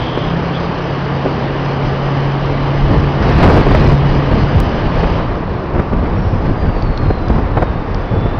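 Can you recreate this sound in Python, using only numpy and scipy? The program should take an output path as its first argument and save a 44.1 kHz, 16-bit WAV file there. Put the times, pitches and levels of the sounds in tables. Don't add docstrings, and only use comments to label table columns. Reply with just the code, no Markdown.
import sys
import numpy as np
from scipy import signal
from scipy.fft import rfft, irfft, next_fast_len
from scipy.io import wavfile
from scipy.ndimage import uniform_filter1d, map_coordinates

SR = 44100
rng = np.random.default_rng(int(sys.argv[2]) if len(sys.argv) > 2 else 0)


def volts_from_decibels(level):
    exponent = np.asarray(level, float) / 20
    return 10 ** exponent


def generate_wav(signal):
    frames = np.transpose(np.atleast_2d(signal))
    scaled = np.clip(frames, -1, 1) * 32767
    pcm = np.round(scaled).astype(np.int16)
    wavfile.write(sys.argv[1], SR, pcm)


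N = 370213

# (multiple of firing rate [1], mean level against the firing tone [dB])
UPPER_ORDERS = [(2, -18.5), (2.25, -25)]
# (time [s], mean level [dB])
FIRING_TONE = [(0, -23.5), (.3, -24), (.75, -26.5), (1.1, -18.5), (2.4, -17.5), (3.05, -13.5), (3.4, -23.5),
               (3.9, -12), (4.3, -17), (4.6, -17), (4.85, -23.5), (5.2, -29)]
# (time [s], mean level [dB])
QUARTER_TONE = [(0, -29.5), (.35, -17.5), (.9, -27), (1.2, -29.5), (2.1, -29), (2.6, -42.5), (4.55, -41),
                (4.75, -24.5), (5.15, -21), (5.3, -29.5)]
# (frequency [Hz], relative level [dB per Hz])
RASP_SPECTRUM = [(900, -34), (1600, 4.5), (2400, 1), (3200, -7), (3800, -6.5), (5000, -6.5), (5500, -17.5)]
# (start [s], length [s], centre [Hz], level at the start [dB])
INTAKE_SQUEALS = [(-.05, .38, 3200, -32.5), (.542, .04, 3321, -31)]
# (time [s], mean level [dB])
WHISTLE_LEVEL = [(6.15, -66), (6.2, -52.5), (6.32, -57), (6.55, -55.5), (6.61, -48), (6.74, -52.5),
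                 (6.95, -46), (7.36, -53), (7.48, -69), (7.62, -50), (7.83, -53), (7.93, -65), (8.05, -53),
                 (8.2, -42), (8.39, -49)]
# (frequency [Hz], relative level [dB per Hz])
TYRE_SPECTRUM = [(35, -33.5), (60, -8), (132, -9), (321, -8.5), (425, -10), (485, -10.5), (720, -13.5),
                 (1200, -15.5), (1290, -20), (1780, -24.5), (2310, -31), (2900, -34), (5400, -50),
                 (7020, -87), (11900, -120)]
# (time [s], peak level [dB], centre [Hz])
BODY_TICKS = [(3.226, -20.5, 4800), (6.4662, -38, 4950), (6.8238, -19, 4570), (6.9757, -17, 4080),
              (7.283, -21, 4100), (7.3537, -31.5, 3950), (7.9455, -19, 4370)]
# (time [s], level [dB])
STEADY_WIND = [(0, -24), (.8, -31.5), (1.5, -28.5), (2.5, -20.5), (3.1, -19.5), (3.5, -15), (4.25, -21.5),
               (4.8, -15), (5.35, -14.5), (5.55, -20), (6.5, -17.5), (7.2, -17.5), (7.5, -13), (7.8, -17),
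               (8.1, -19), (8.39, -15.5)]
# (start [s], length [s], level [dB])
WIND_BLOWS = [(1.828, 0.066, -16.5), (2.6, .06, -20), (2.828, .22, -11.5), (3.193, 0.23, -7.5),
              (3.399, 0.13, -5.5), (3.539, 0.075, -4), (3.662, 0.29, -7), (4.016, .19, -10),
              (4.277, 0.19, -10), (4.521, 0.11, -11.5), (4.989, 0.043, -11.5), (5.73, .09, -13),
              (5.919, 0.51, -14), (6.437, .09, -8.5), (6.62, .09, -11), (6.807, .1, -11.5),
              (7.002, .115, -10), (7.276, .12, -10), (8.112, .2, -13.5)]
# (centre time [s], level at the height [dB], length [s], top of the rush [Hz])
TEARING_GUSTS = [(0.177, -7, 0.004, 572), (1.26, -12.5, 0.026, 438), (1.386, -17.5, .03, 400),
                 (2.502, -15, .008, 500), (2.928, -12, .09, 293), (3.232, -15, .02, 1210),
                 (3.271, -15.5, 0.045, 600), (3.311, -5.5, 0.0085, 418), (3.4, -12.5, .01, 897),
                 (3.443, -7.5, 0.068, 1094), (3.54, -9.5, 0.15, 700), (3.669, -9, 0.01, 494),
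                 (3.712, -7.5, 0.019, 498), (3.754, -4, 0.012, 612), (3.823, -16.5, 0.1, 417),
                 (3.926, -9.5, 0.014, 406), (4.319, -13, 0.022, 400), (5.038, -8.5, 0.015, 355),
                 (5.757, -14, 0.03, 442), (5.791, -11, 0.026, 490), (5.928, -12.5, 0.024, 298),
                 (6.498, -18.5, 0.023, 299), (6.767, -17, 0.01, 396), (7.107, -5.5, 0.011, 342),
                 (7.304, -6, 0.0089, 260), (7.361, -16, .02, 360), (7.388, -10, 0.017, 296),
                 (7.578, -9.5, 0.026, 480), (7.625, -8, 0.024, 421), (8.154, -19, 0.068, 252),
                 (8.263, -12.5, 0.012, 299)]
# (frequency [Hz], relative level [dB per Hz])
SLOW_EDDY_SPECTRUM = [(12, -12), (30, 5), (60, -3), (130, -12.5), (350, -20.5), (900, -39), (2500, -74)]
# (frequency [Hz], relative level [dB per Hz])
FAST_EDDY_SPECTRUM = [(20, -11), (50, -2), (100, 1), (200, -7), (400, -18.5), (900, -25), (2500, -62.5)]
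# (time [s], power share of the fast ones [0-1])
FAST_SHARE = [(0, 0.4), (2.7, 0.11), (3.2, 0.9), (4.6, 0.4), (5.4, 0.5), (6.4, 0.6), (7, 0.2), (8.39, 0.4)]
# (frequency [Hz], relative level [dB per Hz])
FLUTTER_SPECTRUM = [(120, -25), (300, 1), (700, -3.5), (1500, -13), (3000, -23), (5500, -44.5)]
# (frequency [Hz], gain [dB])
PLAYBACK_FILTER = [(5400, -0.5), (5900, -7.5), (6300, -20), (6700, -29), (7000, -58.5), (7400, -120)]

SETTLED_HZ, SHORT_HZ, PICKUP_S, CREEP_HZ_PER_S = 137.84, 14, 0.35, 0.6
SAG_S, SAG_HZ_PER_S = 4.6, 17
LIFT_S, CLOSING_S = 5.16, 0.26
BUILD_DB_PER_S = 0.246
RASP_DB, RASP_COASTING_DB = -34, -42.5
ROAR_DB, ROAR_COASTING_DB = -18.5, -21
INTAKE_HZ, INTAKE_DB = 2968, -39.5
SQUEAL_FADE_DB = 9.5
SQUALL_DB, SQUALL_S, ROAR_GROWS, RASP_GROWS = -11.5, 0.1, 0.43, 1.15
SPIN_S, SPIN_HZ, REST_HZ, SPINDOWN_S = 6.18, 5563, 2803, 1.323
RESPOOL_S, RESPOOL_HZ_PER_S2 = 8.05, 2600
TICK_T60_S = 0.009
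EDGE_S = 0.029
FLUTTER_DB = -14
CONVERTER_HZ = 11025
CLICK_S, CLICK_DB = 4.6027, -7


def engine():
    turn = firing_phase()
    return drone(turn) + exhaust(turn) + intake()


def firing_phase():
    t = np.arange(N) / SR
    rate_hz = SETTLED_HZ - SHORT_HZ * np.exp(-t / PICKUP_S) + CREEP_HZ_PER_S * t
    rate_hz -= SAG_HZ_PER_S * np.maximum(t - SAG_S, 0)
    return 2 * np.pi * np.cumsum(rate_hz + 0.53 * wobble(6)) / SR


def drone(turn):
    orders = np.sin(turn)
    for multiple, db in UPPER_ORDERS:
        orders += volts_from_decibels(db + 2.8 * wobble(4.7)) * np.sin(multiple * turn)
    firing_gain = volts_from_decibels(curve(FIRING_TONE) + 1.7 * wobble(4)) * span(FIRING_TONE, fade=0.13)
    quarter_gain = volts_from_decibels(curve(QUARTER_TONE) + wobble(11)) * span(QUARTER_TONE, fade=0.11)
    return np.sqrt(2) * (firing_gain * orders + quarter_gain * np.sin(5 / 4 * turn))


def exhaust(turn):
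    puffs = np.exp(0.067 * np.cos(turn) + 0.1 * np.cos(turn / 4))
    rasp = unit(coloured(puffs * rush(patchy_db=2.0), RASP_SPECTRUM))
    return volts_from_decibels(loaded(RASP_DB, RASP_COASTING_DB, RASP_GROWS) + 0.46 * wobble(21)) * rasp


def intake():
    t = np.arange(N) / SR
    centre_hz = np.full(N, float(INTAKE_HZ))
    level = volts_from_decibels(INTAKE_DB + BUILD_DB_PER_S * t) * throttle()
    for start, length, hz, db in INTAKE_SQUEALS:
        flare = gate(start, length)
        centre_hz += flare * (hz - INTAKE_HZ)
        level += flare * volts_from_decibels(db - SQUEAL_FADE_DB * np.clip((t - start) / length, 0, 1))
    sway = [filtered(rng.standard_normal(N), lambda hz: 1 / (1 + (hz / 260) ** 2)) for _ in range(2)]
    carrier = 2 * np.pi * np.cumsum(centre_hz) / SR
    return level * unit(sway[0] * np.cos(carrier) + sway[1] * np.sin(carrier))


def turbo():
    t = np.arange(N) / SR
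    pitch_hz = REST_HZ + (SPIN_HZ - REST_HZ) * np.exp(-np.maximum(t - SPIN_S, -1) / SPINDOWN_S)
    pitch_hz += RESPOOL_HZ_PER_S2 * np.maximum(t - RESPOOL_S, 0) ** 2
    phase = 2 * np.pi * np.cumsum(pitch_hz + 13 * wobble(60)) / SR
    level_db = curve(WHISTLE_LEVEL) + 2 * wobble(40) + 1.5 * wobble(12)
    return np.sqrt(2) * volts_from_decibels(level_db) * span(WHISTLE_LEVEL, fade=0.05) * np.sin(phase)


def tyres():
    roar = unit(coloured(rush(patchy_db=0.16), TYRE_SPECTRUM))
    level_db = loaded(ROAR_DB, ROAR_COASTING_DB, ROAR_GROWS)
    return volts_from_decibels(level_db + 0.19 * wobble(8) + 0.26 * wobble(30)) * roar


def ticks():
    out, t = np.zeros(N + SR), np.arange(SR // 20) / SR
    for s, db, centre_hz in BODY_TICKS:
        envelope = volts_from_decibels(-60 * t / TICK_T60_S) * (1 - np.exp(-t / 0.00036))
        burst = envelope * rng.standard_normal(len(t))
        burst = filtered(burst, lambda hz: 1 / (1 + ((hz - centre_hz) / 1700) ** 2))
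        out[round(s * SR):][:len(t)] += volts_from_decibels(db) * burst / np.abs(burst).max()
    return out[:N]


def wind():
    fast = np.clip(curve(FAST_SHARE), 0, 1)
    slow_eddies, fast_eddies = eddies(SLOW_EDDY_SPECTRUM), eddies(FAST_EDDY_SPECTRUM)
    strength = buffeting()
    air = strength * (np.sqrt(1 - fast) * slow_eddies + np.sqrt(fast) * fast_eddies)
    tears = volts_from_decibels(7 * np.clip(wobble(70), -3, 1.8)) * coloured(rng.standard_normal(N), FLUTTER_SPECTRUM)
    return air + volts_from_decibels(FLUTTER_DB) * strength * fast * unit(tears) + gusts()


def eddies(spectrum):
    return unit(coloured(volts_from_decibels(2.8 * wobble(45)) * rng.standard_normal(N), spectrum))


def gusts():
    air = np.zeros(N)
    ragged = volts_from_decibels(4 * wobble(90))
    t = np.arange(-SR // 8, SR // 8) / SR
    for s, db, length, top_hz in TEARING_GUSTS:
        start = round(s * SR) - SR // 8

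        def band(hz):
            return hz / (hz + 90) / (1 + (hz / top_hz) ** 1.99) / np.sqrt(1 + (hz / 1900) ** 4)

        tear = filtered(rng.standard_normal(len(t)), band) * ragged[start:][:len(t)]
        swell = np.exp(-(2 * t / length) ** 4)
        to_unit_power = np.linalg.norm(swell) / np.linalg.norm(swell * tear)
        air[start:][:len(t)] += volts_from_decibels(db) * swell * tear * to_unit_power
    return air


def buffeting():
    power = volts_from_decibels(curve(STEADY_WIND)) ** 2
    for start, length, db in WIND_BLOWS:
        power += (volts_from_decibels(db) * gate(start, length)) ** 2
    return np.sqrt(power)


def throttle():
    return np.clip(1 - (np.arange(N) / SR - LIFT_S) / CLOSING_S, 0, 1)


def loaded(open_db, shut_db, grows):
    mean_power = np.abs(uniform_filter1d(buffeting() ** 2, size=round(SQUALL_S * SR)))
    squall_db = np.maximum(10 * np.log10(mean_power) - SQUALL_DB, 0)
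    building_db = open_db + BUILD_DB_PER_S * np.arange(N) / SR
    return shut_db + (building_db - shut_db) * throttle() + grows * squall_db


def gate(start, length):
    t = np.arange(N) / SR - start
    return np.clip(np.minimum(t, length - t) / EDGE_S + 0.5, 0, 1)


def span(rows, fade):
    t = np.arange(N) / SR
    fade_in = np.clip((t - rows[0][0]) / fade + 1, 0, 1)
    fade_out = np.clip((rows[-1][0] - t) / fade + 1, 0, 1)
    return fade_in * fade_out


def curve(rows):
    s, values = np.transpose(rows)
    return np.interp(np.arange(N) / SR, s, values)


def wobble(rate):
    knots = rng.standard_normal(int(N * rate / SR) + 4)
    return map_coordinates(knots, [np.arange(N) * rate / SR])


def unit(x):
    return x / np.sqrt(np.mean(x ** 2) + 1e-20)


def filtered(x, response):
    m = next_fast_len(len(x) + 8192)
    return irfft(rfft(x, m) * response(np.fft.rfftfreq(m, 1 / SR)), m)[:len(x)]


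def coloured(x, points):
    f, db = np.transpose(points)
    return filtered(x, lambda hz: volts_from_decibels(np.interp(np.log(hz + 1), np.log(f + 1), db)))


def rush(patchy_db):
    z = signal.stft(rng.standard_normal(N + SR), nperseg=1024)[2]
    field = uniform_filter1d(rng.standard_normal(z.shape), size=8, axis=0)
    field = uniform_filter1d(field, size=5, axis=1)
    return signal.istft(z * volts_from_decibels(patchy_db * unit(field)), nperseg=1024)[1][:N]


def scene():
    return (engine() + turbo() + tyres() + ticks() + wind())[None]


def low_pass(x):
    return signal.sosfilt(signal.butter(12, 15800, fs=SR, output="sos"), x)


def record(dry):
    saturated = dry[0] / (1 + np.abs(dry[0] / 0.85) ** 9) ** (1 / 9)
    heard = filtered(saturated, lambda hz: hz / (hz + 4) * (hz < 5800))
    mirrored = heard * (1 + 2 * np.cos(2 * np.pi * CONVERTER_HZ * np.arange(N) / SR))
    mix = coloured(mirrored, PLAYBACK_FILTER)
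    click = round(CLICK_S * SR)
    decay = np.exp(-np.arange(N - click) / 5)
    mix[click:] -= np.sign(mix[click]) * volts_from_decibels(CLICK_DB) * decay
    mix = np.clip(mix, -0.7, 0.7)
    return low_pass(mix)


dry = scene()
out = record(dry)
generate_wav(out)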